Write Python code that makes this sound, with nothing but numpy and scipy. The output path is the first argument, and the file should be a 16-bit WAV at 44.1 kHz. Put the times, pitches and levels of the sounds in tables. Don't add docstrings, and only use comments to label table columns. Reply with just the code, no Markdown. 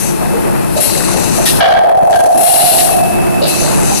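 import sys
import numpy as np
from scipy import signal
from scipy.fft import rfft, irfft
from scipy.io import wavfile

SR = 44100
rng = np.random.default_rng(int(sys.argv[2]) if len(sys.argv) > 2 else 0)


def put_to_file(sound):
    columns = np.atleast_2d(sound).T
    safe = np.clip(columns, -1, 1)
    whole_steps = np.round(safe * 32767)
    wavfile.write(sys.argv[1], SR, whole_steps.astype(np.int16))


N = 176400
TIME = np.arange(N) / SR
FREQS = np.maximum(np.fft.rfftfreq(N, 1 / SR), 1)


def from_db(db):
    return 10 ** (np.asarray(db) / 20)


def rms_one(x):
    return x / np.sqrt(np.mean(x ** 2) + 1e-20)


def in_time(rows):
    times, *columns = np.transpose(rows)
    return [np.interp(TIME, times, column) for column in columns]


def by_hz(points):
    hz, value = np.transpose(points)
    return np.interp(np.log(FREQS), np.log(hz), value)


def colour(points):
    low_cut = np.minimum(1, FREQS / points[0][0]) ** 2
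    high_cut = np.minimum(1, points[-1][0] / FREQS) ** 2
    return from_db(by_hz(points)) * low_cut * high_cut


def resonance(hz, width):
    return 1 / (1 + ((FREQS ** 2 - hz ** 2) / (FREQS * width)) ** 2)


def peaks(rows):
    return from_db(sum(db * resonance(hz, width) for hz, width, db in rows))


def pan(db):
    ratio = from_db(np.atleast_1d(db))
    return np.array([ratio, np.ones_like(ratio)]) * np.sqrt(2 / (1 + ratio ** 2))


def noise(shape, pan_db=0, width_db=0):
    mid, side = rng.standard_normal((2, len(FREQS))) + 1j * rng.standard_normal((2, len(FREQS)))
    mid = mid * from_db(-width_db)
    return rms_one(irfft(np.array([mid + side, mid - side]) * shape * pan(pan_db), N))


def drift(rate_hz):
    return rms_one(irfft(rfft(rng.standard_normal(N)) / (1 + (FREQS / rate_hz) ** 2), N))


def decay(start, t60):
    age = np.maximum(TIME - start, 0)
    return np.minimum(age / .004, 1) * from_db(-np.minimum(60 * age / t60, 200))


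LEAK_SPECTRUM = [(2000, -10.5), (4000, -7), (6500, -8.5), (8300, -4), (10600, 0.5), (12000, -1.5),
                 (14200, -14)]
LEAK_BALANCE = [(4000, 4.4), (7500, 5.2), (10500, 20.5), (14000, 22)]  # f/Hz, balance/dB

def leak():
    return from_db(-26) * noise(colour(LEAK_SPECTRUM), by_hz(LEAK_BALANCE))


HUM_PARTIALS = [(100, -48), (200, -28.5), (324, -32), (1103, -50)]

def hum(waver_hz=4.1):
    tones = 0
    for hz, db in HUM_PARTIALS:
        phase = 2 * np.pi * np.cumsum(hz + waver_hz * drift(rate_hz=10.5)) / SR
        tones += from_db(db) * np.sqrt(2) * np.sin(phase)
    return tones * pan(db=9.5) * [[1], [-1]]


# t/s, level/dB, balance/dB
LOWER_WHINE = [(0, -40, -8), (1.499, -37, 0), (2.3, -36, -6), (2.7, -34, -16), (2.84, -38, -16),
               (2.92, -29.5, -16), (3.1, -30.5, -26), (3.38, -25, -28), (3.42, -40, -16), (3.49, -25, -32),
               (3.66, -32.5, -28), (3.75, -39.5, -3), (4, -29, 25)]
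UPPER_WHINE = [(0, -51, 2), (1.3, -49, 6), (2.3, -44, -6), (2.7, -21.5, -20), (2.95, -60, -4),
               (3.38, -70, 2), (3.5, -36, -15), (4, -55, 0)]

def whine():
    out = 0
    for hz, course in (2617, LOWER_WHINE), (4189, UPPER_WHINE):
        level_db, pan_db = in_time(course)
        waver_db = 1.8 * drift(rate_hz=14)
        tone = np.sqrt(2) * np.sin(2 * np.pi * hz * TIME) + .35 * noise(resonance(hz, width=70))
        out += tone * from_db(level_db + waver_db) * pan(pan_db)
    return out


RATTLE_STRENGTH = [(0, -0.5), (.38, 4), (.56, 7), (.7, -5), (1.0, 10.5), (1.17, 11), (1.35, -10),
                   (2.9, 10.5), (3.13, -7), (3.28, 7), (3.4, -6), (3.65, 11.5), (3.8, 6), (4, -18)]

def rattle(parts=16, contacts_per_s=600, t60_cycles=20, spread_db=1.5):
    ringing = 0
    for hz in np.geomspace(380, 2100, parts):
        contacts = rng.random(N) < contacts_per_s / parts / SR
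        strength = from_db(spread_db * np.minimum(rng.exponential(1, N), 4))
        force = contacts * strength * rng.standard_normal((2, N)) + 1e-18
        radius, angle = from_db(-60 * hz / t60_cycles / SR), 2 * np.pi * hz / SR
        ringing += signal.lfilter([np.sin(angle)], [1, -2 * radius * np.cos(angle), radius ** 2], force)
    level_db, = in_time(RATTLE_STRENGTH)
    return from_db(level_db - 30) * rms_one(ringing) * pan(db=9)


RUMBLE_SPECTRUM = [(15, -38), (25, -4.5), (70, -6.5), (130, -1), (167, -0.5), (198, 2.5), (240, -3.5),
                   (367, -5.5), (471, -10), (628, -8.5), (775, -13.5), (904, -16), (1010, -19.5),
                   (1250, -23.5), (1670, -26.5), (2310, -33), (2450, -27), (3180, -41), (5390, -120)]
RUMBLE_BALANCE = [(60, -1), (700, -2), (1300, 1.5), (3000, 2.5)]  # f/Hz, balance/dB
RUMBLE_WIDTH = [(60, 14.5), (130, 18), (280, 11), (620, 9), (1300, -1.5), (3000, 0)]  # f/Hz, side minus mid/dB
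FRAME_MODES = [(111, 14, 2), (143.6, 21, 5), (178.6, 4.3, 2.5), (326, 46, 1.5), (351, 14.5, 8),
               (867, 92, 5.5)]
DRIVE_LOAD = [(0, -14.5, 5.5), (.45, -10.5, 4), (.85, -13.5, 6), (1.1, -10, 9), (1.28, -9.5, 10.5),
              (1.45, -10, 5.5), (1.62, -7, 4.5), (2.0, -11, 3), (2.7, -15.5, 3.5), (3.15, -9, 3),
              (3.6, -14, -4.5), (3.82, -5.5, 4), (4, -15, -0.5)]

def rumble():
    level_db, pan_db = in_time(DRIVE_LOAD)
    shape = colour(RUMBLE_SPECTRUM) * peaks(FRAME_MODES)
    vibration = noise(shape, by_hz(RUMBLE_BALANCE), by_hz(RUMBLE_WIDTH))
    return vibration * from_db(level_db + 1.3 * drift(rate_hz=12)) * pan(pan_db)


def reflections(count=6, total_db=-10, latest_s=.02):
    delays = rng.uniform(0.000965, latest_s, (count, 2, 1))
    echoes = sum(np.exp(-2j * np.pi * FREQS * delay) for delay in delays)
    return 1 + from_db(total_db) / np.sqrt(count) * echoes


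def wander(x, depth_db, count=22):
    spectrum, centres = rfft(x), np.geomspace(2500, 14000, count)
    bands = (irfft(spectrum * np.interp(FREQS, centres, share), N) for share in np.eye(count))
    return sum(band * from_db(depth_db * drift(rate_hz=14)) for band in bands)


AIR_WHISTLES = [(9039, 25, 2), (9508, 25, 3), (10108, 25, 2), (10604, 160, 4.5), (11424, 30, 2)]

def air(bursts, spectrum, balance, flutter_db, wander_db, valve_t60=.2, room_t60=.83, room_db=-8):
    power = 0
    for start, rise, length, db in bursts:
        opening = from_db(db) * np.clip((TIME - start) / rise, 0, 1)
        since_shut = np.maximum(TIME - start - length, 0)
        direct = from_db(-60 * since_shut / valve_t60)
        room = from_db(room_db - 60 * since_shut / room_t60)
        power += opening ** 2 * (direct ** 2 + room ** 2)
    shape = colour(spectrum) * peaks(AIR_WHISTLES) * reflections()
    stream = wander(noise(shape, by_hz(balance)), wander_db)
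    return np.sqrt(power) * stream * from_db(flutter_db * drift(rate_hz=90))


EXHAUST_BURSTS = [(2.45, 0.017, 0.19, -18), (2.57, 0.017, .2, -21), (2.655, .01, 0.037, -16),
                  (2.772, 0.014, 0.036, -18), (3.414, 0.013, 0.051, -19), (3.47, .02, .2, -37)]
EXHAUST_SPECTRUM = [(1200, -22), (1900, -12), (2400, -2), (2850, 8), (3200, -5), (3800, 9), (4250, 10.5),
                    (4950, 6.5), (5450, -8), (6600, -8), (8500, -15), (11000, -27.5), (14000, -43)]
EXHAUST_BALANCE = [(1500, -5), (4200, 2), (9000, 6)]  # f/Hz, balance/dB

def exhaust():
    return air(EXHAUST_BURSTS, EXHAUST_SPECTRUM, EXHAUST_BALANCE, flutter_db=1.5, wander_db=1.5)


POP_BURSTS = [(1.455, 0.006, 0.019, -9), (2.775, .008, 0.028, -16)]
POP_SPECTRUM = [(1300, -9.5), (1650, -10), (1850, 5), (2150, -13), (2600, -2), (3200, 0), (3900, 5.5),
                (4500, 2.5), (5300, 2.5), (6500, -1), (12000, -25)]
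POP_BALANCE = [(1850, -13), (3000, 0), (5000, 11), (9000, 7)]  # f/Hz, balance/dB

def pops():
    return air(POP_BURSTS, POP_SPECTRUM, POP_BALANCE, flutter_db=2, wander_db=-0.5)


SUCTION_BURSTS = [(-.2, .02, 0.29, -21), (.755, 0.021, 0.24, -18), (.98, 0.08, 0.41, -17.5),
                  (1.39, 0.025, 0.073, -20.5), (1.94, 0.022, .16, -35), (2.1, 0.0069, 0.23, -21),
                  (2.775, .008, 0.029, -9.5), (3.455, 0.035, 0.31, -18.5), (3.72, 0.08, 0.35, -16.5)]
SUCTION_SPECTRUM = [(1200, -30), (2000, -5), (2400, -3), (2750, -0.5), (3200, -9), (3650, -4.5), (4150, 5),
                    (4750, -1.5), (5500, -3), (6100, 7), (6900, -1.5), (8260, 5), (9350, -8.5), (10600, 6),
                    (11500, -2), (12300, -4), (13000, -18), (14200, -27)]
SUCTION_BALANCE = [(2500, 1.5), (4200, 7.8), (6200, 15), (7600, 9), (8500, 2.8), (9500, 11), (10700, 21),
                   (14000, 24)]
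GRIPPER_MODES = [(4200, 1400), (6100, 970)]
GRIPPER_GAINS = [(0, -9, 2), (.1, -6, 2), (.78, 1, -5), (.92, 3, -3), (1.1, -1, -2), (1.3, -3, -1),
                 (1.45, 0, 2), (2.2, 1, 1), (3.5, 0, -3), (3.58, 1, -3), (3.61, 2, 5), (3.68, 1, -3),
                 (3.82, -8, -2), (3.92, -2, 1), (4, 0, 4)]

def gripper():
    hiss = air(SUCTION_BURSTS, SUCTION_SPECTRUM, SUCTION_BALANCE, flutter_db=1.0, wander_db=1.3)
    spectrum = rfft(hiss)
    for (hz, width), db in zip(GRIPPER_MODES, in_time(GRIPPER_GAINS)):
        hiss += irfft(spectrum * resonance(hz, width), N) * (from_db(db) - 1)
    return hiss


JET_BURSTS = [(-.2, .02, 0.24, -21.5), (.718, 0.0076, 0.04, -26), (.803, 0.0051, 0.032, -3.5),
              (1.348, 0.0059, 0.011, -18.5), (1.452, 0.0082, 0.031, -4), (1.52, 0.0076, 0.047, -20),
              (2.13, 0.038, 0.45, -18.5), (2.37, 0.0075, 0.097, -8.5), (2.425, 0.03, 0.179, 4.5),
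              (2.6, 0.038, 0.17, -0.5), (2.77, 0.0075, 0.027, 1), (3.465, 0.019, 0.032, -13.5)]
JET_SPECTRUM = [(1180, -10.5), (2000, -10), (2640, -12.5), (2780, -2.5), (2880, -8), (3040, -19),
                (3170, -6.5), (3700, -11.5), (4080, -8), (4320, -8.5), (4780, -12), (4990, -16.5),
                (5330, -3.5), (5900, -10.5), (7130, -9), (7550, -2.5), (8970, 1), (9740, 2), (10700, 7),
                (13300, -5), (14200, -8.5)]
JET_BALANCE = [(2500, 14.5), (5000, 17), (8000, 24), (10500, 36), (14000, 36)]  # f/Hz, balance/dB

def jet():
    return air(JET_BURSTS, JET_SPECTRUM, JET_BALANCE, flutter_db=.9, wander_db=.9)


ARM_STOPS = [(0.207, -14, 702.4), (0.337, -11.5, 460), (.36, -38, 397), (0.763, -7.5, 609),
             (0.954, -14, 559), (1.38, -8.5, 662), (2.345, -7.5, 305), (2.787, -17.5, 260.5),
             (3.385, -25, 256), (3.417, -5.5, 591), (3.635, -16, 591), (3.909, -12, 784)]
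THUD_SPECTRUM = [(80, -12), (200, 4), (400, 10.5), (1000, -41), (3000, -60), (8000, -23)]  # f/Hz, level/dB

def knocks(pan_db=-1):
    thud = from_db(-10.5) * noise(colour(THUD_SPECTRUM), pan_db=2, width_db=14)
    out = 0
    for start, db, hz in ARM_STOPS:
        phases = rng.uniform(0, 2 * np.pi) + np.array([[0], [np.pi / 2]])
        tone = np.sin(2 * np.pi * hz * TIME + phases) * pan(pan_db)
        clunk = from_db(1.5) * decay(start, t60=.13) * tone
        tail = from_db(-2.5) * noise(resonance(hz, width=170), pan_db, width_db=4)
        out += from_db(db) * (clunk + decay(start, t60=.42) * (thud + tail))
    return out


TICKS = [(1.61, -17), (1.629, -14), (1.679, -14), (1.708, -13), (1.724, -14.5), (1.785, -22), (1.827, -20),
         (1.857, -22), (1.948, -22), (1.968, -24), (2.125, -16), (2.157, -19.5), (2.251, -27)]
TICK_SPECTRUM = [(1400, -6), (2500, -5), (3200, 2), (3700, -3), (4500, 0), (5400, -8), (6200, -7),
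                 (7200, -14), (12000, -19)]

def ticks():
    envelope = sum(from_db(db) * decay(start, t60=.12) for start, db in TICKS)
    return envelope * noise(colour(TICK_SPECTRUM), pan_db=6)


CAN_STRIKES = [(1.603, 2, 0), (1.708, -23, 13), (2.123, -15, 6)]
CAN_BANDS = [(680, 330, 3.5, 0.18), (1230, 480, -5, 1.13), (1770, 350, -8, 1.13), (2255, 310, -8.5, 0.77),
             (2940, 240, -7.5, 0.62), (3280, 310, -7.5, 0.8), (4070, 1800, -9, 0.67)]

def clangs(ring_hz=1598, ring_db=-3.5):
    bands = 0
    for hz, width, band_db, t60 in CAN_BANDS:
        envelope = sum(from_db(db + band_db) * decay(start, t60) for start, db, _ in CAN_STRIKES)
        bands += envelope * noise(resonance(hz, width))
    ring = sum(from_db(db + extra + ring_db) * decay(start, t60=.8) for start, db, extra in CAN_STRIKES)
    return bands + ring * noise(resonance(ring_hz, width=81))


HOWL_STRENGTH = [(1.6, 10), (1.7, 12.5), (1.9, 12), (2.04, 9.5), (2.16, 6.5), (2.29, 10), (2.38, 0),
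                 (2.5, 3), (2.75, -3), (2.86, -6.5), (3.03, -7.5), (3.08, -15), (3.4, -20), (4, -33)]
CAVITY_MODES = [(540, 260, -23), (664, 55, -3.5), (705, 45, 0), (757, 55, -2.5)]

def howl(start_s=1.601, rise_s=.006):
    level_db, = in_time(HOWL_STRENGTH)
    onset = np.clip((TIME - start_s) / rise_s, 0, 1)
    shape = sum(from_db(db) * resonance(hz, width) for hz, width, db in CAVITY_MODES)
    return onset * from_db(level_db) * noise(shape, width_db=5.5)


def scene():
    vents = leak() + jet() + exhaust() + pops()
    drive = whine() + rumble() + hum() + rattle()
    arm = gripper() + knocks()
    return vents + drive + arm + clangs() + ticks() + howl()


def record(dry, limit_db=-7, window_s=.0015, knee=1.6, cutoff_hz=14300):
    power = irfft(rfft(dry ** 2) * np.exp(-(FREQS * window_s * 2) ** 2), N)
    overload = np.maximum(power, 0) / from_db(limit_db) ** 2
    limited = dry / (1 + overload ** knee) ** (.5 / knee)
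    low_pass = signal.ellip(12, .2, 85, cutoff_hz, fs=SR, output="sos")
    return signal.sosfilt(low_pass, np.clip(limited, -1, 1))


dry = scene()
out = record(dry)
put_to_file(out)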